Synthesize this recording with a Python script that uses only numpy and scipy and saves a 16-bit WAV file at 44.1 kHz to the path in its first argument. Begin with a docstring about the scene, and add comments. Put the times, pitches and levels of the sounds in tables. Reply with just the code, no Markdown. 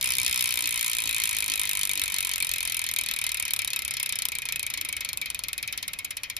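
"""A freewheel buzz slows into separate clicks: a lifted bicycle rear wheel coasts down, outdoors.
A phone is held a hand's width from the hub. Three sprung pawls drop off each tooth of an off-centre ratchet ring.
Each drop is filtered noise: a snap, a shell ring and a spoke tail, with a bounce and short sine notes of the hub.
Marked teeth and wheel angle bring a pattern round each turn. Behind it lie shaped noises: a tyre brush,
soft bumps of the hand on the phone, and a low outdoor rumble over a hush."""
import sys
import numpy as np
from scipy import signal
from scipy.fft import rfft, irfft, next_fast_len
from scipy.io import wavfile
from scipy.ndimage import uniform_filter1d

SR = 44100
rng = np.random.default_rng(int(sys.argv[2]) if len(sys.argv) > 2 else 0)


def wrap_up_sound(samples):
    """Save the sound to the file named by the first command line argument, as 16-bit audio."""
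    columns = np.atleast_2d(samples).T
    # keep every value between -1 and 1, then stretch to whole-number steps
    tamed = np.clip(columns, -1, 1)
    steps = np.round(tamed * 32767).astype(np.int16)
    wavfile.write(sys.argv[1], SR, steps)


N = 281819  # length of the take (samples)

# Coasting: first speed (teeth/s), dry friction (teeth/s^2), air drag (share of the speed per s)
START_SPEED, FRICTION, AIR_DRAG = 64.7775, 6.9089, .02342
# Uneven pulls of a heavy spot and tight bearings: [rate/per turn, pull/(teeth/s^2), phase/turns]
PULLS = [(1, 1.1, .102), (2, 3.48, .008)]

# Ratchet: pawl places at the start (teeth), ring's off-centre throw (teeth) and its direction (turns)
TEETH = 24
PAWL_SEAT, OFF_CENTRE, OFF_ANGLE = (.763, .775, .751), .022, -.05
# Speed at which a sliding pawl lands half as hard (teeth/s)
SOFT_SPEED = 18.5
# Spread between worn teeth and from click to click (dB)
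WEAR_DB, CLICK_SCATTER_DB = .8, .8
# Below this speed (teeth/s) later pawls of a slow click strike harder, by this step per pawl (dB)
CRAWL_SPEED, CRAWL_LATE_DB = 17.6, 2.5
# Clicks that stand out harder: [t/s, lift/dB]
HARD_CLICKS = [(.184, 3.4), (.263, 2.5), (1.595, 3), (2.425, 2), (2.987, 2.8), (3.535, 5), (4.061, 2),
               (4.188, 5), (4.253, 4.2)]
# Slow clicks heard singly: [t/s, tick level/dB, first to last pawl/s, note level/dB, note f/Hz, upper note f/Hz]
SLOW_CLICKS = [(4.319, -3.5, 0.00035, -27.5, 2314, 3820), (4.3518, -3, 0.0005, -28, 2360, 3700),
               (4.3856, -3, 0.00031, -33, 2270, 3850), (4.4193, -7, 0.001, -28, 2450, 3780),
               (4.454, -5, 0.0002, -30, 2490, 3550), (4.4881, -4.2, 0.000065, -29, 2360, 3600),
               (4.523, -1, 0.00097, -32, 2460, 3400), (4.5587, -0.5, 0.0011, -32, 2550, 3820),
               (4.594, -1.5, 0.00098, -34, 2500, 3530), (4.629, -3, 0.00041, -42, 2320, 3220),
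               (4.665, -1.7, 0.00084, -37, 2240, 3800), (4.7012, -4.5, 0.0016, -47, 2380, 4050),
               (4.738, -3, 0.001, -31, 2260, 3560), (4.7742, -4.5, 0.0019, -30.5, 2220, 3230),
               (4.8118, -1, 0.0013, -46, 2360, 3600), (4.8487, -3.5, 0.0015, -44, 2330, 3620),
               (4.888, -3, 0.002, -30, 2270, 3130), (4.9262, -2.8, 0.0013, -29, 2236, 3230),
               (4.966, -3, 0.0013, -30, 2170, 2900), (5.0068, -4, 0.0018, -31, 2200, 3300),
               (5.0475, -4, 0.0016, -34, 2210, 4340), (5.0887, -3.5, 0.0011, -29.5, 2366, 3180),
               (5.1308, -4.5, 0.00023, -38, 2300, 4200), (5.173, -2, 0.00036, -41, 2600, 3560),
               (5.2143, -4.5, 0.00048, -28, 2310, 3600), (5.258, -6, 0.00091, -37, 2470, 3470),
               (5.3016, -1.5, 0.00027, -39, 2470, 4400), (5.346, -4.5, 0.00043, -29.5, 2470, 3680),
               (5.3912, -4, 0.00018, -41, 2470, 4500), (5.4367, -3.5, 0.00079, -38, 2510, 3600),
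               (5.4837, -4.5, 0.0017, -33, 2153, 4560), (5.5305, -2.5, 0.0011, -45, 2470, 4440),
               (5.579, -3.5, 0.00095, -34, 2520, 3750), (5.6273, -4.5, 0.0012, -40, 2220, 3300),
               (5.676, -5.5, 0.00078, -46, 2210, 3280), (5.7254, -3.5, 0.0014, -40, 2240, 4430),
               (5.776, -3, 0.00061, -48, 2600, 4200), (5.8268, -5.5, 0.0022, -53, 2170, 4010),
               (5.8793, -3.5, 0.0016, -49, 2370, 4530), (5.933, -4, 0.0035, -53, 2300, 3340),
               (5.9881, -6, 0.0018, -30, 2190, 3080), (6.0458, -2.5, 0.0027, -37, 2210, 3170),
               (6.106, -3, 0.0034, -37, 2110, 3750), (6.1683, -3, 0.0024, -39, 2300, 2970),
               (6.233, -5, 0.002, -50, 2550, 2880), (6.2985, -4.5, 0.0019, -29.5, 2360, 2980),
               (6.3652, -3, 0.00094, -47, 2230, 3740)]
# Teeth with their own voice each turn:
# [tooth, spoke ring lift/dB, note level/dB, note f/Hz, upper note level/dB, upper note f/Hz]
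MARKED_TEETH = [(2, -1, -35, 2680, -40, 2880), (6, .5, -33, 2300, -38, 3200), (7, 1, -37, 2260, -29, 3130),
                (9, -4, -42, 2350, -40, 3600), (10, -6, -46, 2300, -42, 3900),
                (11, 3, -26.5, 2320, -29, 3620), (12, 1, -31, 2325, -33, 4250),
                (13, -4, -42, 2410, -36, 3800), (14, -.5, -38, 2410, -27, 3850),
                (15, 0, -30.5, 2440, -38, 3800), (16, .5, -31.5, 2620, -38, 3700),
                (17, 1.5, -32, 2570, -29, 3830), (18, -2.5, -40, 2500, -33, 4030),
                (20, 0, -35, 2540, -29, 3600), (23, .5, -31, 2120, -36, 3750)]

# Time constant of a pawl tip's chatter as it lands (s)
CHATTER_S = .0002
# Second contact: earliest and latest delay (s), level against the first tick (dB), its spread (dB)
BOUNCE_S, BOUNCE_DB, BOUNCE_SCATTER_DB = (.0018, .0042), -14, 5
# Tick returned by the ground: delay (s), level against the tick (dB)
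GROUND_S, GROUND_DB = .0098, -20
# Spoke ring: spread from drop to drop (dB), how closely it follows the tick (0 not at all, 1 fully)
RING_SCATTER_DB, RING_FOLLOW = 2.2, .28
# Resonances of hub, cassette and spokes, each layer weights the lift: [f/Hz, width/Hz, lift/dB]
WHEEL_MODES = [(580, 35, -2.5), (500, 200, -2), (790, 300, -1.5), (1045, 130, 5), (1185, 60, -6),
               (1309, 90, 8.5), (1410, 100, 3.5), (1635, 90, 5), (1850, 240, 3.2), (2110, 200, 3.6),
               (2312, 240, 3), (2502, 220, 4.4), (3130, 220, 4.8), (3765, 560, 4.5), (4330, 260, 2.5),
               (5190, 480, 6.5), (6250, 700, 1.8), (10500, 1100, 5), (12420, 580, -16), (13700, 590, -5.5)]
# Relative colour of the snap: [f/Hz, level/dB]
SNAP_COLOUR = [(120, -57.5), (1000, -33), (2000, -23.5), (3500, -9.5), (4700, -17.5), (6000, -18),
               (7300, -7.5), (8500, -1.5), (10500, -5), (11600, -8.5), (12500, -7), (14000, -14),
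               (15500, -8)]
# Relative colour of the hub shell's ring: [f/Hz, level/dB]
SHELL_COLOUR = [(120, -35.5), (300, -19), (860, -13), (1050, -15.5), (1500, -20.5), (2200, -28.5),
                (2800, -2), (3700, -15), (4700, -9.5), (6800, -2), (8500, 3), (10500, -5), (12500, 6),
                (15500, -8)]
# Relative colour of the spokes' tail: [f/Hz, level/dB]
SPOKE_COLOUR = [(120, -43.5), (300, -19.5), (700, -19.5), (860, -25), (1050, -18.5), (1500, -19),
                (1900, -5.5), (2300, 1), (2800, -3.5), (4200, -2), (4800, -7), (6800, -5), (8500, -58),
                (12000, -2), (15500, -15)]
# Ring time of the spokes: [f/Hz, t60/s]
SPOKE_T60 = [(300, 0.16), (1200, 0.13), (2300, 0.21), (3500, 0.12), (6000, 0.023), (14000, 0.1)]
# Share of the ring's power common to every wheel angle: [f/Hz, share/0-1]
STEADY_SHARE = [(300, .3), (700, .65), (950, .96), (1200, .94), (1500, .55), (2200, .1), (4000, 0)]

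# Hub note in the buzz: mean pitch (Hz), spread (share), level (dB), spread of level (dB)
NOTE_HZ, NOTE_SPREAD, NOTE_DB, NOTE_SCATTER_DB = 2300, .06, -36, 1.5
# Its upper note: mean pitch (Hz), spread (share), spread of level (dB)
UPPER_HZ, UPPER_SPREAD, UPPER_SCATTER_DB = 3780, .025, 2.5
# Pitch stray of both notes from click to click (share)
NOTE_WAVER = .012
# Ring times (t60, s) and time constant of their build-up (s)
NOTE_T60, UPPER_T60, NOTE_ATTACK_S = .1, .045, .001
# Bright zing: centre and width (Hz)
ZING_HZ, ZING_WIDTH = 5170, 560
# Lift of the zing as it comes and goes: [t/s, lift/dB]
ZING_LIFT = [(0, 2.5), (.35, 4.5), (.7, -1.5), (1.7, -3), (2.7, -.5), (3.7, 1), (4.05, 4.5), (4.4, .5),
             (5, .5), (5.6, 3.5), (6.39, 2)]
# Low ring once a turn: centre, width (Hz); angle, half-span to 1/e (turns); lift (dB)
TURN_HZ, TURN_WIDTH, TURN_ANGLE, TURN_SPAN, TURN_DB = 1110, 50, .92, .14, 3.5

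# Tyre brush: angle and half-span to 1/e (turns); speeds of no and of full contact (teeth/s)
BRUSH_ANGLE, BRUSH_WIDTH, BRUSH_FREE, BRUSH_FULL = .675, .07, 44, 48.5
# Late swell of the same hum: (t/s, half-length to 1/e/s, level/dB)
LATE_HUM = (4.8, 0.1, -60)
# Relative colour of the tyre's hollow note: [f/Hz, level/dB]
TYRE_COLOUR = [(100, -39), (200, -12), (245, 1), (292, 9), (345, 4), (420, -20), (700, -56)]
# Soft bumps of the hand on the phone: [t/s, half-length to 1/e/s, f/Hz, level/dB]
BUMPS = [(.2, .06, 100, -53), (.42, .04, 140, -58), (1.08, .04, 105, -53), (2.05, .06, 55, -52),
         (2.53, .04, 50, -49), (2.66, .04, 50, -52), (3.1, .025, 150, -56), (4.6, .1, 100, -56),
         (4.95, .05, 60, -54), (5.75, .04, 55, -55)]
# Relative colour of the distant rumble: [f/Hz, level/dB]
RUMBLE_COLOUR = [(20, -48), (35, -21), (50, 1.5), (75, -2.5), (110, -3.5), (200, -11), (400, -16.5),
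                 (2000, -17), (6000, -24), (16000, -32.5)]
# Rumble over the take: [t/s, level/dB]
RUMBLE_LEVEL = [(0, -47), (.8, -50.5), (1.2, -50.5), (2.6, -50.5), (3.3, -51.5), (4.2, -51), (4.7, -51),
                (5.2, -51), (6.39, -53.5)]
# Chance swell of the rumble: spread (dB), new levels per second
SWELL_DB, SWELL_RATE = .6, 3.08
# Relative colour of the steady open-air hush: [f/Hz, level/dB]
HUSH_COLOUR = [(40, 10.5), (150, -12), (290, 9), (420, -13), (500, -32), (560, 9.5), (620, 4), (685, 1.5),
               (860, -14), (1050, 1.5), (3000, -2.5), (15000, -37)]

# The phone's two microphone ports: [f/Hz, left lead/rad, left minus right/dB, diffuse likeness/0-1]
PORTS = [(80, 0, 0, .9), (160, 0, 0, .4), (260, .1, .5, .2), (500, .8, .7, .1), (1400, 1.3, 2.5, .1),
         (2400, .65, 2.6, .72), (3200, 1.3, 3, .4), (4200, .2, 3.2, .55), (5600, -1.2, 1.7, .35),
         (6800, -1.9, .8, .3), (8300, -3.1, 0, .98), (10000, -4.6, 0, .45), (11800, -6.2, 0, .93),
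         (13000, -6.9, 0, .7), (13700, -8, 0, .4), (14300, -9.15, 0, .95), (15500, -9.4, 0, .99)]
CUT_HZ = 15750  # top of the phone's band


def freewheel(when, angle, strength, level_db=-3.5, wobble=.016):
    """Pawl drops ring the wheel, whose sound shifts with the pawl's angle; each pawl bounces once."""
    responses = wheel_responses()
    count = len(responses)
    tooth_db = np.zeros(TEETH)
    for tooth, ring_db, *_ in MARKED_TEETH:
        tooth_db[tooth] = ring_db
    drop_db = np.repeat(np.resize(tooth_db, len(when)), len(PAWL_SEAT))
    # a loose pawl varies in contact point, grip on the spokes and bounce
    chance = rng.standard_normal((when.size, 3))
    contacts = count * (angle.ravel() + wobble * chance[:, 0])
    grips = undb(drop_db + RING_SCATTER_DB * chance[:, 1])
    bounces = undb(BOUNCE_DB + BOUNCE_SCATTER_DB * chance[:, 2])
    lags = (SR * rng.uniform(*BOUNCE_S, when.size)).astype(int)
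    starts = (when.ravel() * SR).astype(int)
    out = np.zeros((2, N + 2 * responses.shape[-1]))
    drops = zip(starts, contacts, strength.ravel(), grips, bounces, lags)
    for start, contact, blow, grip, bounce, lag in drops:
        # crossfade between the two nearest angles at constant power
        k = int(np.floor(contact))
        blend = np.pi / 2 * (contact % 1)
        here, ahead = responses[k % count], responses[(k + 1) % count]
        tick, ring = np.cos(blend) * here + np.sin(blend) * ahead
        out[:, start:start + ring.shape[1]] += blow * tick + blow ** RING_FOLLOW * grip * ring
        again = start + lag
        out[:, again:again + tick.shape[1]] += bounce * blow * tick
    return undb(level_db) * out[:, :N]


def pawl_drops(speed, travel, scatter_db=1.5, late_db=-.14, jitter_s=.00004):
    """Time, wheel angle (turns) and strength of every drop; one row a tooth, one column a pawl."""
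    t = np.arange(N) / SR
    tooth = np.arange(int(travel[-1]) + 1)[:, None]
    angle = tooth / TEETH + np.arange(len(PAWL_SEAT)) / len(PAWL_SEAT)
    # the off-centre ring lets the pawls take turns to lead; their flam widens as the wheel slows
    place = tooth + np.array(PAWL_SEAT) + OFF_CENTRE * np.sin(2 * np.pi * (angle + OFF_ANGLE))
    when = np.interp(place, travel, t, right=N) + jitter_s * rng.standard_normal(place.shape)
    rank = place.argsort(axis=1).argsort(axis=1)  # order of landing
    wear_db = WEAR_DB * rng.standard_normal(TEETH)
    click_db = CLICK_SCATTER_DB * rng.standard_normal(tooth.shape)
    db = wear_db[tooth % TEETH] + click_db + late_db * rank
    for s, hard_db in HARD_CLICKS:
        db[np.argmin(abs(when[:, 0] - s))] += hard_db
    # a slow pawl slides down its tooth instead of dropping
    force = 1 / (1 + (SOFT_SPEED / np.interp(when, t, speed)) ** 2)
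    strength = force * undb(db + scatter_db * rng.standard_normal(place.shape))
    # slow clicks take their own times and levels
    for s, tick_db, flam_s, *_ in SLOW_CLICKS:
        k = np.argmin(abs(when[:, 0] - s))
        step_db = CRAWL_LATE_DB if np.interp(s, t, speed) < CRAWL_SPEED else late_db
        when[k] = s + abs(flam_s) * rank[k] / 2
        strength[k] = undb(tick_db + late_db + step_db * (rank[k] - 1.5))
    heard = when.max(axis=1) < (N - 1) / SR
    return when[heard], angle[heard], strength[heard]


def coast():
    """Speed (teeth/s) under friction and air, and travel (teeth) swayed by pulls that tell more when slow."""
    t = np.arange(N) / SR
    knee = FRICTION / AIR_DRAG
    speed = (START_SPEED + knee) * np.exp(-AIR_DRAG * t) - knee
    travel = np.cumsum(speed) / SR
    sway = 0
    for k, pull, phase in PULLS:
        rate = 2 * np.pi * k * speed / TEETH  # radians per second
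        sway = sway + pull / rate ** 2 * np.sin(2 * np.pi * k * (travel / TEETH + phase))
    return speed, travel + sway


def wheel_responses(count=24, size=11):
    """Tick and ring from each wheel angle, mixed with a common part filtered to their mean colour."""
    angles = rfft(np.array([drop_response() for _ in range(count)]))
    frame = drop_response()

    def power(spectrum):
        """Power smoothed over neighbouring bins."""
        return uniform_filter1d(abs(spectrum) ** 2, size) + 1e-9

    match = np.sqrt(power(angles).mean(axis=0) / power(rfft(frame)))
    common = rfft(frame) * causal(match)
    steady = np.clip(curve(STEADY_SHARE, bins(frame)), 0, 1)
    return irfft(common * np.sqrt(steady) + angles * np.sqrt(1 - steady))


def drop_response(snap_db=-1.78, shell_db=-4.0, spokes_db=-6.5, shell_s=.0023, size=8192):
    """One pawl drop: a tick of snap, shell and ground echo, and the spokes' longer ring."""
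    t = np.arange(size) / SR
    lift_db = resonances(bins(t))
    chatter = rng.standard_normal(size) * t * np.exp(-t / CHATTER_S)
    snap = metal(chatter, SNAP_COLOUR, .39 * lift_db)
    burst = diffuse(rng.standard_normal((2, size))) * np.exp(-t / shell_s)
    shell = metal(burst, SHELL_COLOUR, 1.67 * lift_db)
    spokes = metal(diffuse(fading_noise(t, SPOKE_T60)), SPOKE_COLOUR, 1.32 * lift_db)
    tick = undb(snap_db) * snap + undb(shell_db) * shell
    echo = np.pad(tick, ((0, 0), (int(GROUND_S * SR), 0)))[:, :size]
    return np.array([tick + undb(GROUND_DB) * echo, undb(spokes_db) * spokes])


def resonances(hz, wander=.015, scatter_db=3.5):
    """Lift (dB) of the modes from one angle: the turning spokes shade and shift each a little."""
    lift_db = 0
    for f, width, db in WHEEL_MODES:
        shade, shift = rng.standard_normal(2)
        offset = 2 * (hz - f * (1 + wander * shift)) / width
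        lift_db = lift_db + (db + scatter_db * shade) / (1 + offset ** 2)
    return lift_db


def metal(x, colour, lift_db, spread_s=.000605):
    """Causal filter of unit output energy: a broad colour with resonances standing out of it."""
    hz = bins(x)
    # low bending waves travel more slowly, so the ring arrives just after the tick
    delay_s = spread_s / (1 + (hz / 4000) ** 2)
    late = np.exp(-2j * np.pi * np.cumsum(delay_s) * hz[1])
    return unit(irfft(rfft(x) * causal(undb(curve(colour, hz) + lift_db)) * late))


def fading_noise(t, t60_table):
    """A crowd of close modes: noise whose octave bands each die at their own rate."""
    noise = rfft(rng.standard_normal((2, len(t))))
    octave = np.log2(np.clip(bins(t), 250, 16000) / 250)
    out = 0
    for k, hz in enumerate(np.geomspace(250, 16000, 7)):
        band = irfft(noise * np.maximum(1 - abs(octave - k), 0))
        out = out + band * np.exp(-np.log(1000) * t / curve(t60_table, hz))
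    return out


def hub_notes(when, strength, upper_db=-34, size=6144):
    """Each click excites close hub modes: two damped sines, varied in the buzz and set singly when slow."""
    t = np.arange(size) / SR
    swell = 1 - np.exp(-t / NOTE_ATTACK_S)
    out = np.zeros(N + size)

    def add(s, hz, db, t60):
        """One damped note of random phase."""
        fade = np.exp(-np.log(1000) * t / t60)
        start = int(s * SR)
        out[start:start + size] += undb(db) * swell * fade * np.sin(2 * np.pi * (hz * t + rng.random()))

    marked = {tooth: notes for tooth, _, *notes in MARKED_TEETH}
    for k, (s, blow) in enumerate(zip(when.mean(axis=1), strength.max(axis=1))):
        pitch, level, upper_pitch, upper_level = rng.standard_normal(4)
        tick_db = 20 * np.log10(blow)
        if s + 1 / START_SPEED < SLOW_CLICKS[0][0]:
            plain_hz = NOTE_HZ * (1 + NOTE_SPREAD * pitch)
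            plain_upper_hz = UPPER_HZ * (1 + UPPER_SPREAD * upper_pitch)
            plain = NOTE_DB, plain_hz, upper_db, plain_upper_hz
            note_db, note_hz, high_db, high_hz = marked.get(k % TEETH, plain)
            note_db = note_db + RING_FOLLOW * tick_db + NOTE_SCATTER_DB * level
            high_db = high_db + tick_db + UPPER_SCATTER_DB * upper_level
            add(s, note_hz * (1 + NOTE_WAVER * upper_pitch), note_db, NOTE_T60)
            add(s, high_hz * (1 + NOTE_WAVER * pitch), high_db, UPPER_T60)
    for s, tick_db, _, note_db, note_hz, upper_hz in SLOW_CLICKS:
        add(s, note_hz, note_db, NOTE_T60)
        add(s, upper_hz, tick_db + upper_db, UPPER_T60)
    return out[:N]


def zing(x, travel):
    """A bright resonance swells and fades over time; a low one comes round with every turn."""
    bright_db = np.interp(np.arange(N) / SR, *np.transpose(ZING_LIFT))
    bright = lift(x, ZING_HZ, ZING_WIDTH, bright_db)
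    turn_db = TURN_DB * once_a_turn(travel, TURN_ANGLE, TURN_SPAN)
    return lift(bright, TURN_HZ, TURN_WIDTH, turn_db)


def lift(x, hz, width, db):
    """Raise or lower one resonance of a sound by a changing number of dB."""
    return x + (undb(db) - 1) * signal.lfilter(*signal.iirpeak(hz, hz / width, fs=SR), x)


def once_a_turn(travel, angle, span):
    """A swell from 0 to 1 and back each time the wheel passes one angle."""
    turns_away = (travel / TEETH - angle + .5) % 1 - .5
    return np.exp(-(turns_away / span) ** 2)


def tyre_brush(speed, travel, level_db=-53.5):
    """A soft noise hum where the wheel runs out of true, gone once it slows, but for one late swell."""
    contact = np.interp(speed, [BRUSH_FREE, BRUSH_FULL], [0, 1])
    touch = once_a_turn(travel, BRUSH_ANGLE, BRUSH_WIDTH) * contact
    s, length_s, hum_db = LATE_HUM
    swell = np.exp(-((np.arange(N) / SR - s) / length_s) ** 2)
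    return (undb(level_db) * touch + undb(hum_db) * swell) * air(TYRE_COLOUR)


def hand_bumps():
    """The hand on the phone: short dull swells of octave-band noise, alike before the ports."""
    t = np.arange(N) / SR
    out = np.zeros(N)
    for s, length_s, hz, db in BUMPS:
        shape = np.exp(-((t - s) / length_s) ** 2)
        edges = [hz / np.sqrt(2), hz * np.sqrt(2)]
        band = signal.butter(2, edges, "bandpass", fs=SR, output="sos")
        bump = unit(shape * signal.sosfilt(band, rng.standard_normal(N)))
        out += undb(db) * np.linalg.norm(shape) * bump
    return out


def outdoors(hush_db=-60):
    """Far traffic and light air: a swelling noise rumble over a steady hush."""
    rumble_db = np.interp(np.arange(N) / SR, *np.transpose(RUMBLE_LEVEL)) + SWELL_DB * walk(SWELL_RATE)
    return undb(rumble_db) * air(RUMBLE_COLOUR) + undb(hush_db) * air(HUSH_COLOUR)


def air(colour):
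    """Diffuse noise of unit rms with a given colour."""
    noise = rng.standard_normal((2, 2 * next_fast_len(N // 2 + 1, True)))
    coloured = irfft(rfft(noise) * undb(curve(colour, bins(noise))))
    return np.sqrt(N) * unit(diffuse(coloured)[:, :N])


def walk(rate):
    """Slow chance: normal random levels, so many a second, joined by lines."""
    place = np.arange(N) / SR * rate
    levels = rng.standard_normal(1024)
    return np.interp(place, np.arange(len(levels)), levels)


def diffuse(pair):
    """Two unrelated sounds become the partly alike sound at the two ports."""
    alike = np.clip(curve(PORTS, bins(pair), axis=3), 0, 1)
    mid, side = rfft(pair) * np.sqrt([1 + alike, 1 - alike])
    return irfft(np.array([mid + side, mid - side]) / np.sqrt(2), pair.shape[-1])


def causal(gain):
    """Spectrum of the promptest (minimum-phase) filter with these gains."""
    cepstrum = irfft(np.log(gain))
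    size = cepstrum.shape[-1]
    return np.exp(rfft(cepstrum * np.r_[1, 2 * (np.arange(1, size) < size // 2)]))


def undb(db):
    """Decibels to gain."""
    return 10 ** (np.asarray(db) / 20)


def curve(table, hz, axis=1):
    """One column of a table, joined on a log-frequency axis."""
    rows = np.array(table, float)
    return np.interp(np.log(hz + 1), np.log(rows[:, 0]), rows[:, axis])


def unit(x):
    """Scale each channel to an energy of one."""
    return x / np.sqrt(np.sum(x ** 2, axis=-1, keepdims=True))


def bins(x):
    """Frequencies (Hz) of a signal's spectrum."""
    return np.fft.rfftfreq(x.shape[-1], 1 / SR)


def scene():
    """Hub, tyre, hand and open air, before the phone's ports."""
    speed, travel = coast()
    when, angle, strength = pawl_drops(speed, travel)
    hub = zing(freewheel(when, angle, strength), travel) + hub_notes(when, strength)
    return hub + tyre_brush(speed, travel) + hand_bumps() + outdoors()


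def record(dry, size=4096):
    """The phone's two ports differ in phase and level; a steep low-pass cuts the top."""
    padded = np.pad(dry, ((0, 0), (0, next_fast_len(N + size) - N)))
    hz = bins(padded)
    lead, pan_db = curve(PORTS, hz, axis=1), curve(PORTS, hz, axis=2)
    left = undb(pan_db / 2) * np.exp(1j * lead)
    right = undb(-pan_db / 2)
    heard = irfft(rfft(padded) * np.array([left, right]), padded.shape[-1])[:, :N]
    return signal.sosfilt(signal.ellip(8, .2, 70, CUT_HZ, fs=SR, output="sos"), heard)


dry = scene()
out = record(dry)
wrap_up_sound(out)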